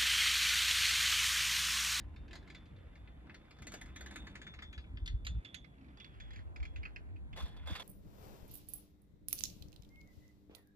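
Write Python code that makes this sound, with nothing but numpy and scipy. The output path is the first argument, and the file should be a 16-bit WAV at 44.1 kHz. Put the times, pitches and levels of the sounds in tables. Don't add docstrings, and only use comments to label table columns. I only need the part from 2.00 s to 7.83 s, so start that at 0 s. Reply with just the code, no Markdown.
import sys
import numpy as np
from scipy import signal
from scipy.fft import rfft, irfft
from scipy.io import wavfile
from scipy.ndimage import uniform_filter1d, map_coordinates

SR = 44100
rng = np.random.default_rng(int(sys.argv[2]) if len(sys.argv) > 2 else 0)


def voltage_ratio(level):
    return 10 ** (np.asarray(level, float) / 20)


def generate_wav(signal):
    frames = np.transpose(np.atleast_2d(signal))
    scaled = np.clip(frames, -1, 1) * 32767
    pcm = np.round(scaled).astype(np.int16)
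    wavfile.write(sys.argv[1], SR, pcm)


N = 257089
T = np.arange(N) / SR

# time in seconds, level in dB.
GUST = [(0, -51), (0.2, -62), (0.3, -59.5), (0.65, -62.5), (0.78, -62), (1.04, -57.5), (1.15, -66),
        (1.55, -65.5), (1.7, -58.5), (2.5, -63.5), (2.9, -56.5), (3.15, -45.5), (3.39, -52), (3.43, -78),
        (3.6, -67), (4.12, -65.5), (4.3, -60), (5.83, -63)]
# time in seconds, peak in dB, length in seconds,
# upper edge in dB over the thud.
BUFFETS = [(0.076, -46.5, 0.027, -11.5), (0.19, -48, 0.04, -10), (0.4, -54.5, 0.012, -13),
           (0.537, -53.5, .02, -6), (0.736, -59, 0.024, 3), (0.868, -49.5, 0.021, -8),
           (1.098, -53, .02, -10), (1.321, -69, 0.018, -11), (1.477, -67, .02, -4),
           (1.621, -54.5, 0.023, -6.5), (1.898, -56, 0.049, -4), (2.087, -57, 0.045, -20),
           (2.205, -52.5, 0.027, -15), (2.318, -60, .02, -17), (2.575, -57, 0.014, -13),
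           (2.699, -46.5, 0.011, -17), (2.784, -44, 0.021, -14.5), (2.945, -40, 0.008, -4.5),
           (3.026, -34.5, 0.0093, -21), (3.146, -30.5, 0.0074, -17), (3.316, -37.5, 0.025, -10.5),
           (3.353, -42, 0.012, -1), (3.377, -35, 0.015, -14), (3.547, -60, .015, -17),
           (3.615, -55, 0.017, -6), (3.798, -56.5, 0.0085, -7), (4.047, -62.5, 0.015, -3),
           (4.202, -55, 0.038, -6), (4.458, -52, 0.053, -37), (4.621, -43.5, 0.026, -17.5),
           (4.746, -59.5, 0.11, -19), (4.897, -62, 0.023, -15), (5.032, -56, 0.021, -21),
           (5.24, -47.5, 0.019, -28), (5.435, -42, 0.017, -7.5), (5.615, -48.5, 0.0095, -23),
           (5.665, -51, 0.043, -14), (5.721, -41.5, 0.014, -7)]
# frequency in Hz, density in dB per Hz.
RUMBLE = [(35, -45), (60, 10.5), (86, -5), (276, -11.5), (443, -20.5), (870, -28.5), (2340, -33.5),
          (3060, -52), (3420, -39), (5490, -59), (7520, -46.5), (8300, -47.5), (9800, -53), (10800, -50.5),
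          (12900, -56.5), (13400, -72), (16800, -105), (22000, -120)]
# frequency in Hz, width in Hz, level in dB.
HANGER = [(198, 26, 4), (228, 58, -3), (290.4, 78, 7.5)]
# time in seconds, level in dB, fade in seconds.
JOLTS = [
    (0.0, -59.5, 0.32),
    (0.308, -58, 0.31),
    (1.25, -54.5, 0.12),
    (1.62, -60.5, 0.98),
    (2.05, -56.5, 0.58),
    (2.15, -53, 0.081),
    (5.57, -57, 0.026),
    (5.711, -38, 0.011),
]
# time in seconds, chatter level in dB.
SHAKE = [(0, -80.5), (0.26, -79.5), (0.44, -75), (0.7, -77), (1.3, -79.5), (1.59, -73.5), (2.25, -67.5),
         (2.63, -77.5), (2.82, -79), (3.09, -84), (3.49, -72), (3.65, -83), (4.38, -70), (4.61, -95),
         (4.77, -73), (5.3, -90.5), (5.57, -72.5), (5.8, -66)]
# time in seconds, lag of the left port in ms, left minus right in dB.
BEARING = [
    (0, -0.019, -0.5),
    (1.2, 0.067, 1.5),
    (1.74, 0.066, 0),
    (2, 0.07, -0.5),
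    (3, 0.2, 4),
    (3.6, 0.32, -11),
    (4.2, 0.41, -3),
    (5.345, 0.4, -3.5),
    (5.35, -0.078, 1),
    (5.83, -0.07, -5.5),
]
# frequency in Hz, level in dB, t60 in seconds.
FRAME = [(1340, -4, .07), (1520, -2, .06), (1735, 2, .08), (2035, 2, .08), (2140, 0, .07), (2310, 0, .06),
         (2520, 2, .07), (2750, 2, .07), (3085, 2, .06), (3950, 0, .08), (4180, -2, .07), (4510, 0, .09),
         (4750, -4, .08)]
# frequency in Hz, level in dB, t60 in seconds.
TUBE = [(3338, -3, .45), (3408, -3, .3), (3430, -4, .3), (3473, -6, .3), (3528, 0, .36), (3570, -8, .25),
        (3622, -4, .3), (3668, -7, .2), (3730, -9, .1)]
# frequency in Hz, level in dB, t60 in seconds.
OVERTONES = [(6115, -2, .13), (6595, 0, .12), (6804, -3, .12), (7215, 2, .09)]
# frequency in Hz, width in Hz, level in dB.
SINGING = [(3460, 45, 0), (3630, 50, -3)]
# frequency in Hz, density in dB per Hz.
CRACK = [(710, -36), (1200, 1), (1770, -0.5), (2260, -3), (3070, -8), (3750, -17.5), (4880, -30),
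         (8250, -120)]
# frequency in Hz, density in dB per Hz.
UPPER = [(2210, -21), (3750, -9), (4370, -10), (4730, -11.5), (5600, -15.5), (7280, -44), (12300, -120)]
# frequency in Hz, density in dB per Hz.
TREBLE = [(3240, -4.5), (4900, -15.5), (5450, -33), (5970, -2.5), (7530, -0.5), (8170, -1.5), (9030, 3.5),
          (9800, -5), (10300, -7), (10900, -0.5), (12100, -8), (12900, -13), (13400, -23), (15600, -37),
          (16500, -47), (22000, -120)]
# frequency in Hz, density in dB per Hz.
BODY = [(250, -27.5), (430, -2), (825, 0), (987, -3), (1050, 2.5), (1250, -42), (1620, -31), (2750, -120)]
# time in seconds, favoured ring in Hz, spread in Hz.
SLIDE = [
    (0, 3520, 70),
    (2.9, 3520, 70),
    (3.0, 3550, 10),
    (3.3, 3510, 10),
    (3.55, 3430, 10),
    (4.0, 3420, 10),
    (4.2, 3335, 5),
    (4.5, 3400, 60),
    (5.83, 3500, 60),
]
# time in seconds, peak in dB,
# contact spot in Hz, tube ring in dB, hardness as treble in dB.
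LOOSE = [(0.0005, -57, 1870, -18, -32), (0.1605, -57, 2600, 3, -32), (0.2795, -60.5, 2970, -1, -28),
         (0.3095, -52.5, 3190, -22, -31), (0.3301, -48, 2040, -34, -27.5),
         (0.354, -48.5, 1620, -4.5, -20.5), (0.4264, -61, 1510, -3, -32), (0.4753, -58, 2070, -37, -28),
         (0.4998, -51.5, 2210, -9, -25), (0.5472, -50, 2180, 3.5, -27), (0.656, -66.5, 4960, -22, -21),
         (0.7627, -65, 2020, 3, -30), (0.9542, -59, 2225, 0, -30), (1.074, -55.5, 2520, -6, -47),
         (1.269, -57, 1650, -5, -56), (1.2955, -47.5, 2290, -13, -57), (1.3434, -52, 1970, 0, -23),
         (1.4508, -68, 2270, -20, -33), (1.508, -56, 2260, -21, -22.5), (1.5668, -72, 1516, 9, -19),
         (1.586, -60, 1600, 1, -21)]
RATTLE = [(1.6207, -51, 2330, 4, -17), (1.6687, -45.5, 2100, 5, -12.5), (1.719, -48, 1750, -12, -15),
          (1.7385, -42.5, 1550, -5, -14.5), (1.8127, -46.5, 1920, -7, -14.5),
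          (1.8582, -56.5, 1860, -21, -16), (1.9599, -45.5, 1970, -1, -16.5), (2.0084, -47, 1830, 1, -15),
          (2.0604, -44.5, 1950, -14, -18), (2.1092, -49, 1500, 4.5, -20.5), (2.14, -58, 1570, 4, -18),
          (2.158, -41, 1940, -5.5, -19), (2.2149, -83.5, 1960, -14, -34), (2.2686, -47, 1930, -0.5, -26.5),
          (2.3533, -44, 1960, -9, -24.5), (2.4154, -47.5, 1980, 5.5, -24), (2.4669, -45.5, 2000, 8, -30),
          (2.538, -49, 2220, -10, -27), (2.588, -48, 2160, -36, -43), (2.6213, -43.5, 1950, 4.5, -29),
          (2.7276, -50, 2520, 10, -24.5), (2.7776, -47, 2360, -4.5, -33.5), (2.8394, -58.5, 2580, -19, -59)]
CLANG = [(2.9713, -44.5, 3440, -7.5, -66), (3.059, -40.5, 4560, 0, -23), (3.0759, -34, 3536, -9, -31),
         (3.249, -43.5, 4720, -17, -22), (3.2665, -31.5, 3890, -8, -28), (3.4482, -41.5, 3490, 2, -36.5),
         (3.5434, -36.5, 3400, -3, -24.5), (3.6446, -51.5, 2120, -4.5, -51), (3.7823, -64, 2450, -28, -55),
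         (3.797, -75, 2420, -25, -50), (3.8104, -61.5, 2630, -24, -58), (3.826, -71, 2450, -25, -50),
         (3.8438, -61.5, 2350, -6, -40), (3.862, -65, 2420, -15, -45), (3.884, -60, 2370, -2, -42),
         (3.902, -71, 2370, -20, -45), (3.9716, -53, 1660, 3, -33), (3.9997, -43.5, 2790, 5, -39),
         (4.0442, -46, 2740, -3, -38)]
TICK = [(4.2006, -46.5, 2330, 7, -28.5), (4.306, -50, 1910, 2, -34), (4.3319, -48, 1900, -26, -32),
        (4.3588, -49, 2280, -9, -29.5), (4.3904, -50, 1860, -36, -42), (4.5606, -45.5, 2420, -7, -33.5),
        (4.601, -51, 2330, -43, -40), (4.628, -43.5, 2270, -37, -36), (4.6518, -44, 2420, -5.5, -35.5),
        (4.7601, -43, 2520, -9, -37.5), (4.8317, -42.5, 2340, -39, -47), (4.853, -36, 2580, -46, -49.5),
        (4.9606, -40.5, 2580, -34, -41.5), (5.1614, -58.5, 2500, -38, -44), (5.329, -48.5, 2670, 1, -39)]
# time in seconds, peak in dB, body in dB, tube ring in dB,
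# fade in seconds.
CRUNCHES = [(5.3612, -51.5, -5, -13, 0.026), (5.3722, -43.5, -1.5, -3, 0.017),
            (5.3977, -48, -2, -0.5, 0.023), (5.42, -52.5, -16, -4, 0.029), (5.453, -55.5, -0.5, 0.5, 0.042),
            (5.5644, -55.5, -24, 0, 0.01), (5.66, -53, -3, -10, 0.012), (5.6715, -44, -0.5, 0.5, 0.016),
            (5.685, -56, -20, -1, 0.03), (5.6994, -49, -5, 1.5, 0.022), (5.725, -50.5, -8, -1, 0.034),
            (5.7527, -35.5, -10, -9, 0.0093), (5.775, -53, -3, -10, 0.02), (5.795, -46, -4.5, -2.5, 0.025)]


def level(x, db=0):
    return x * voltage_ratio(db) / np.sqrt(np.mean(x ** 2))


def shape(points, hz):
    f, db = np.transpose(points)
    return np.interp(np.log(hz + 1), np.log(f), db)


def noise(db_at, size=N):
    hz = np.fft.rfftfreq(size, 1 / SR)
    return level(irfft(rfft(rng.standard_normal(size)) * voltage_ratio(db_at(hz)), size))


def colour(points, size=N):
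    return noise(lambda hz: shape(points, hz), size)


def bell(centre_hz, fall_db):
    return noise(lambda hz: -fall_db * np.log2((hz + 1) / centre_hz) ** 2)


def resonance(centre_hz, width_hz, order=4):
    return noise(lambda hz: -10 * np.log10(1 + np.abs(2 * (hz - centre_hz) / width_hz) ** order))


def banded(x, depth_db, width_hz):
    hz = np.fft.rfftfreq(x.shape[-1], 1 / SR)
    knots = np.arange(0, SR / 2 + 1000, width_hz)
    bumps = np.clip(rng.standard_normal(len(knots)), -2, 1.3)
    gain = voltage_ratio(depth_db * np.interp(hz, knots, bumps))
    return level(irfft(rfft(x) * gain, x.shape[-1])) * np.std(x)


def walk(rate_hz):
    k = int(SR / rate_hz)
    held = np.repeat(rng.standard_normal(N // k + 1), k)
    w = uniform_filter1d(uniform_filter1d(held, k), k)[:N]
    return level(w - w.mean())


def curves(table, at_s=T):
    s, *columns = np.transpose(table)
    return [np.interp(at_s, s, c) for c in columns]


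def ring(modes, db, t, stray):
    hz, mode_db, t60 = np.transpose(modes)[:, :, None]
    luck = rng.standard_normal((2, len(modes), 1))
    gain = voltage_ratio(mode_db + db + 3.0 * luck[0]) * np.sign(luck[1])
    decay = np.exp(-np.log(1000) * t / t60)
    return np.sum(gain * decay * np.sin(2 * np.pi * hz * (1 + stray * luck[1]) * t), axis=0)


def place(x, lag_ms, pan_db, apart):
    at = np.arange(x.shape[-1]) - lag_ms * SR / 1000
    late = map_coordinates(x, [at], order=3)
    return np.array([late * voltage_ratio(pan_db / 2) + apart[0], x * voltage_ratio(-pan_db / 2) + apart[1]])


def turned():
    turn_s, takes_s = 4.14, 0.1
    return (1 + np.tanh((T - turn_s) / takes_s)) / 2


def gusts():
    roll_hz, stray = 64.9, 0.072
    gust_db, = curves(GUST)
    slaps, edge = 0, voltage_ratio(-68)
    for (s, db, length_s, edge_db), luck in zip(BUFFETS, rng.standard_normal((len(BUFFETS), 2))):
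        push = voltage_ratio(db) * np.exp(-((T - s) / length_s) ** 2)
        turns = roll_hz * (1 + stray * luck[0]) * (T - s)
        slaps = slaps + push * np.exp(2j * np.pi * (turns + luck[1]))
        edge = np.hypot(edge, voltage_ratio(edge_db) * push)
    return voltage_ratio(gust_db), slaps, edge


def wind():
    thud, slaps, sharp = gusts()
    side_on = turned()
    front_rad, side_rad = 0.48, 2.16
    phase = front_rad + (side_rad - front_rad) * side_on
    rate_hz = 64 * voltage_ratio(np.clip(2.2 * walk(22), -3.5, 3.5))
    eddy = np.exp(2j * np.pi * np.cumsum(rate_hz) / SR) * voltage_ratio(4.2 * walk(16))
    blur = .95 * signal.hilbert(bell(52, 11))
    edge = signal.hilbert(bell(122, 18)) * voltage_ratio(2.54 * walk(15))
    big = thud * (level(eddy.real) + 1j * level(eddy.imag) + blur) + voltage_ratio(0.5) * slaps
    small = voltage_ratio(-side_on - 3.5) * sharp * edge

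    def at_ports(gust, apart_rad):
        return (gust * np.exp(.5j * np.array([apart_rad, -apart_rad]))).real / np.cos(apart_rad / 2)

    own = np.array([bell(80, 9) for _ in range(2)])
    return voltage_ratio(3.0) * (at_ports(big, phase) + at_ports(small, 0.95 * phase) + 0.22 * thud * own)


def rumble():
    out, swell = 0, walk(0.56)
    for centre_hz in 130 * 2 ** np.arange(0, 7, .5):
        band = lambda hz: shape(RUMBLE, hz) - 24 * np.log2((hz + 1) / centre_hz) ** 2 / .5
        weight = np.sqrt(np.mean(voltage_ratio(band(np.fft.rfftfreq(8192, 1 / SR))) ** 2))
        apart = np.clip(0.1 * (centre_hz / 250) ** 4.5, .2, 1)
        mid, side = noise(band), apart * noise(band)
        flicker_db = 2.2 * min(1, 1500 / centre_hz) * walk(9)
        dip_db = 0.84 * (170 < centre_hz < 1700)
        ports = np.array([mid + side, np.roll(mid, -8) - side])
        out = out + weight * voltage_ratio(0.058 * swell + flicker_db - dip_db) * ports
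    return level(out, -62.5)


def hum_db():
    rise_s = .015
    power = voltage_ratio(-69.5) ** 2
    for s, db, fade_s in JOLTS:
        since = np.clip(T - s + rise_s, 0, None)
        power = power + (voltage_ratio(db) * np.minimum(since / rise_s, 1) * np.exp(-since / fade_s)) ** 2
    return 10 * np.log10(power)


def drone():
    hum = level(sum(voltage_ratio(db + 2.0 * walk(6.3)) * resonance(hz, width_hz, 3) for hz, width_hz, db in HANGER))
    apart = 0.24 * np.array([bell(250, 30) for _ in range(2)])
    return voltage_ratio(hum_db() - 1.5) * (np.array([hum, np.roll(hum, -10)]) + apart)


def chatter():
    mid_db, = curves(SHAKE)
    over_calm_db = mid_db + 72
    treble_db = -91.5 + 2.5 * over_calm_db
    jolt_db = np.minimum(hum_db() + 69.5, 10)
    body_db = -73 + 8 * turned() + 0.03 * over_calm_db + jolt_db
    slips_per_s, grain_s = 400, 0.0049
    slips = (rng.random(N) < slips_per_s / SR) * voltage_ratio(np.minimum(3.5 * rng.exponential(size=N), 7))
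    grains = level(0.5 + signal.lfilter([1], [1, -np.exp(-1 / (grain_s * SR))], slips))
    rattle = level(sum(voltage_ratio(db + 3.5 * walk(30)) * resonance(hz, 160) for hz, db, _ in FRAME[:9] + TUBE[1::2]))

    def layers():
        swirl = level(sum(voltage_ratio(3.0 * walk(8)) * banded(colour(BODY), 4, 90) for _ in range(3)))
        mid = voltage_ratio(mid_db + 1.5) * (colour(CRACK) + 0.16 * colour(UPPER))
        return grains * (mid + voltage_ratio(treble_db - 1.0) * colour(TREBLE)) + voltage_ratio(body_db - 6.5) * swirl

    shared = layers() + voltage_ratio(mid_db - 2.5) * rattle
    return place(shared, curves(BEARING)[0], -1.5, .45 * np.array([layers(), layers()]))


def singing():
    shake_db, = curves(SHAKE)
    tone = sum(voltage_ratio(db + 2.5 * walk(14)) * resonance(hz, width_hz) for hz, width_hz, db in SINGING)
    touching = (1 - np.tanh((T - 3.0) / 0.1)) / 2
    strength = voltage_ratio(-76.5 + 1.9 * (shake_db + 72))
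    return place(tone * touching * strength, curves(BEARING)[0], 0, (0, 0))


def strike(out, s, db, blow, scatter):
    lag_ms, pan_db = curves(BEARING, s)
    at = int(s * SR)
    out[:, at:at + len(blow)] += voltage_ratio(db) * place(blow, lag_ms, pan_db, scatter)


def contact_ping(t, spot_hz):
    ping_s, rebound_s, rebound_db = .0014, .0045, -15
    late = np.clip(t - rebound_s, 0, None) / ping_s
    envelope = np.exp(-t / ping_s) - voltage_ratio(rebound_db) * late * np.exp(1 - late)
    return np.sin(2 * np.pi * spot_hz * t) * envelope


def tube_ring(t, s, db):
    ring_hz, spread_hz = curves(SLIDE, s)
    struck_hz = ring_hz + spread_hz * rng.standard_normal()
    mode_db = db - 6.5 * np.abs(np.array(TUBE)[:, :1] - struck_hz) / 100
    square = spread_hz < 30
    return ring(TUBE, mode_db - 14.0, t, stray=.0012 if square else .011)


def clack(out, row, upper_db, tail_db, ping_db, size=16384):
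    s, db, spot_hz, tube_db, treble_db = row
    t = np.arange(size) / SR
    rise = 1 - np.exp(-t / 0.0017)
    knock_db = -1.5 - 26.5 * max(np.log2(spot_hz / 1500), 0)

    def spot(hz):
        peak_db = 9 * np.exp(-(np.log2((hz + 1) / spot_hz) / 0.42) ** 2)
        low_cut_db = 22 * np.clip(np.log2(0.5 * spot_hz / (hz + 1)), 0, 3)
        return shape(CRACK, hz) + peak_db - low_cut_db

    grit = np.array([noise(spot, size) + voltage_ratio(upper_db + 5.5) * colour(UPPER, size)
                     + voltage_ratio(treble_db + 17.5) * colour(TREBLE, size)
                     + voltage_ratio(knock_db) * colour(BODY, size) for _ in range(3)])
    crack, *scatter = banded(grit, 4.8, 324.7)
    bounce = t - .003 - 0.0042 * rng.random()
    fade = .3 * np.exp(-t / .011) + .07 * np.exp(-t / .03)
    fade = voltage_ratio(tail_db) * (fade + 0.15 * np.exp(-np.abs(bounce) / 0.017) * (bounce > 0))
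    dull = signal.lfilter(*signal.butter(1, 3700, fs=SR), crack)
    snap = voltage_ratio(treble_db + 6.5) * banded(colour(TREBLE, size), 0.85, 550) * np.exp(-t / 0.00057)
    ping = voltage_ratio(ping_db + 4) * contact_ping(t, spot_hz)
    frame_hz = np.array(FRAME)[:, :1]
    frame_db = np.where(frame_hz > 3750, upper_db + 0.5, spot(frame_hz) - spot(frame_hz).max())
    overtones = ring(OVERTONES, treble_db + 3, t, stray=0.002)
    frame = ring(FRAME, frame_db + tail_db - 9.0, t, stray=0.0083)
    blow = rise * (0.69 * (crack * np.exp(-t / 0.0028) + dull * fade) + ping + snap + overtones + frame)
    if spot_hz > 2450:
        high_pass = signal.butter(2, spot_hz / 3.5, "high", fs=SR)
        blow, scatter = (signal.lfilter(*high_pass, x) for x in (blow, scatter))
    scatter = uniform_filter1d(np.array(scatter), size=4) * np.exp(-t / 0.024) * (1 - np.exp(-t / 0.00021))
    strike(out, s, db, blow + rise * tube_ring(t, s, tube_db), voltage_ratio(tail_db - 12.0) * scatter)


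def clacks(out, blows, crack_db, db_per_hardness_db, tail_db, ping_db):
    for row in blows:
        clack(out, row, crack_db + db_per_hardness_db * (row[4] + 25), tail_db, ping_db)


def crunches(out, size=16384):
    t = np.arange(size) / SR
    rise = (1 - np.exp(-t / 0.0036)) ** 2
    for s, db, body_db, tube_db, fade_s in CRUNCHES:
        grit = np.array([colour(CRACK, size) + voltage_ratio(-3.0) * colour(UPPER, size) + voltage_ratio(-4) * colour(TREBLE, size)
                         + voltage_ratio(body_db + 2.5) * colour(BODY, size) for _ in range(3)])
        grind, *scatter = banded(grit, 3.5, 260) * rise * np.exp(-t / fade_s)
        uneven = level(uniform_filter1d(rng.standard_normal(size), size=200))
        bite = voltage_ratio(5.5 * np.clip(uneven, -2.5, 1))
        blow = 0.42 * grind * bite + rise * ring(FRAME, -13.0, t, stray=0.0085)
        tube = rise * ring(TUBE, tube_db - 8.5, t, stray=0.0061)
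        strike(out, s - .002, db, blow + tube, voltage_ratio(-4.5) * uniform_filter1d(np.array(scatter), size=4))


def scene():
    blows = np.zeros((2, N + SR))
    clacks(blows, LOOSE, crack_db=-5.5, db_per_hardness_db=0.45, tail_db=0.73, ping_db=-2)
    clacks(blows, RATTLE, crack_db=-10.5, db_per_hardness_db=0.17, tail_db=0.73, ping_db=-8)
    clacks(blows, CLANG, crack_db=-7, db_per_hardness_db=0.12, tail_db=-8, ping_db=0.93)
    clacks(blows, TICK, crack_db=-3.5, db_per_hardness_db=0.68, tail_db=-6, ping_db=5.1)
    crunches(blows)
    return wind() + rumble() + drone() + chatter() + singing() + blows[:, :N]


def low_pass(x):
    return signal.sosfilt(signal.butter(12, 16000, fs=SR, output="sos"), x)


def record(dry):
    x = signal.sosfilt(signal.butter(3, 36, "high", fs=SR, output="sos"), dry)
    empty_band = signal.butter(3, [8550, 9600], "band", fs=SR, output="sos")
    mix = x - .97 * signal.sosfiltfilt(empty_band, x)
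    return low_pass(mix)


dry = scene()
out = record(dry)
generate_wav(out)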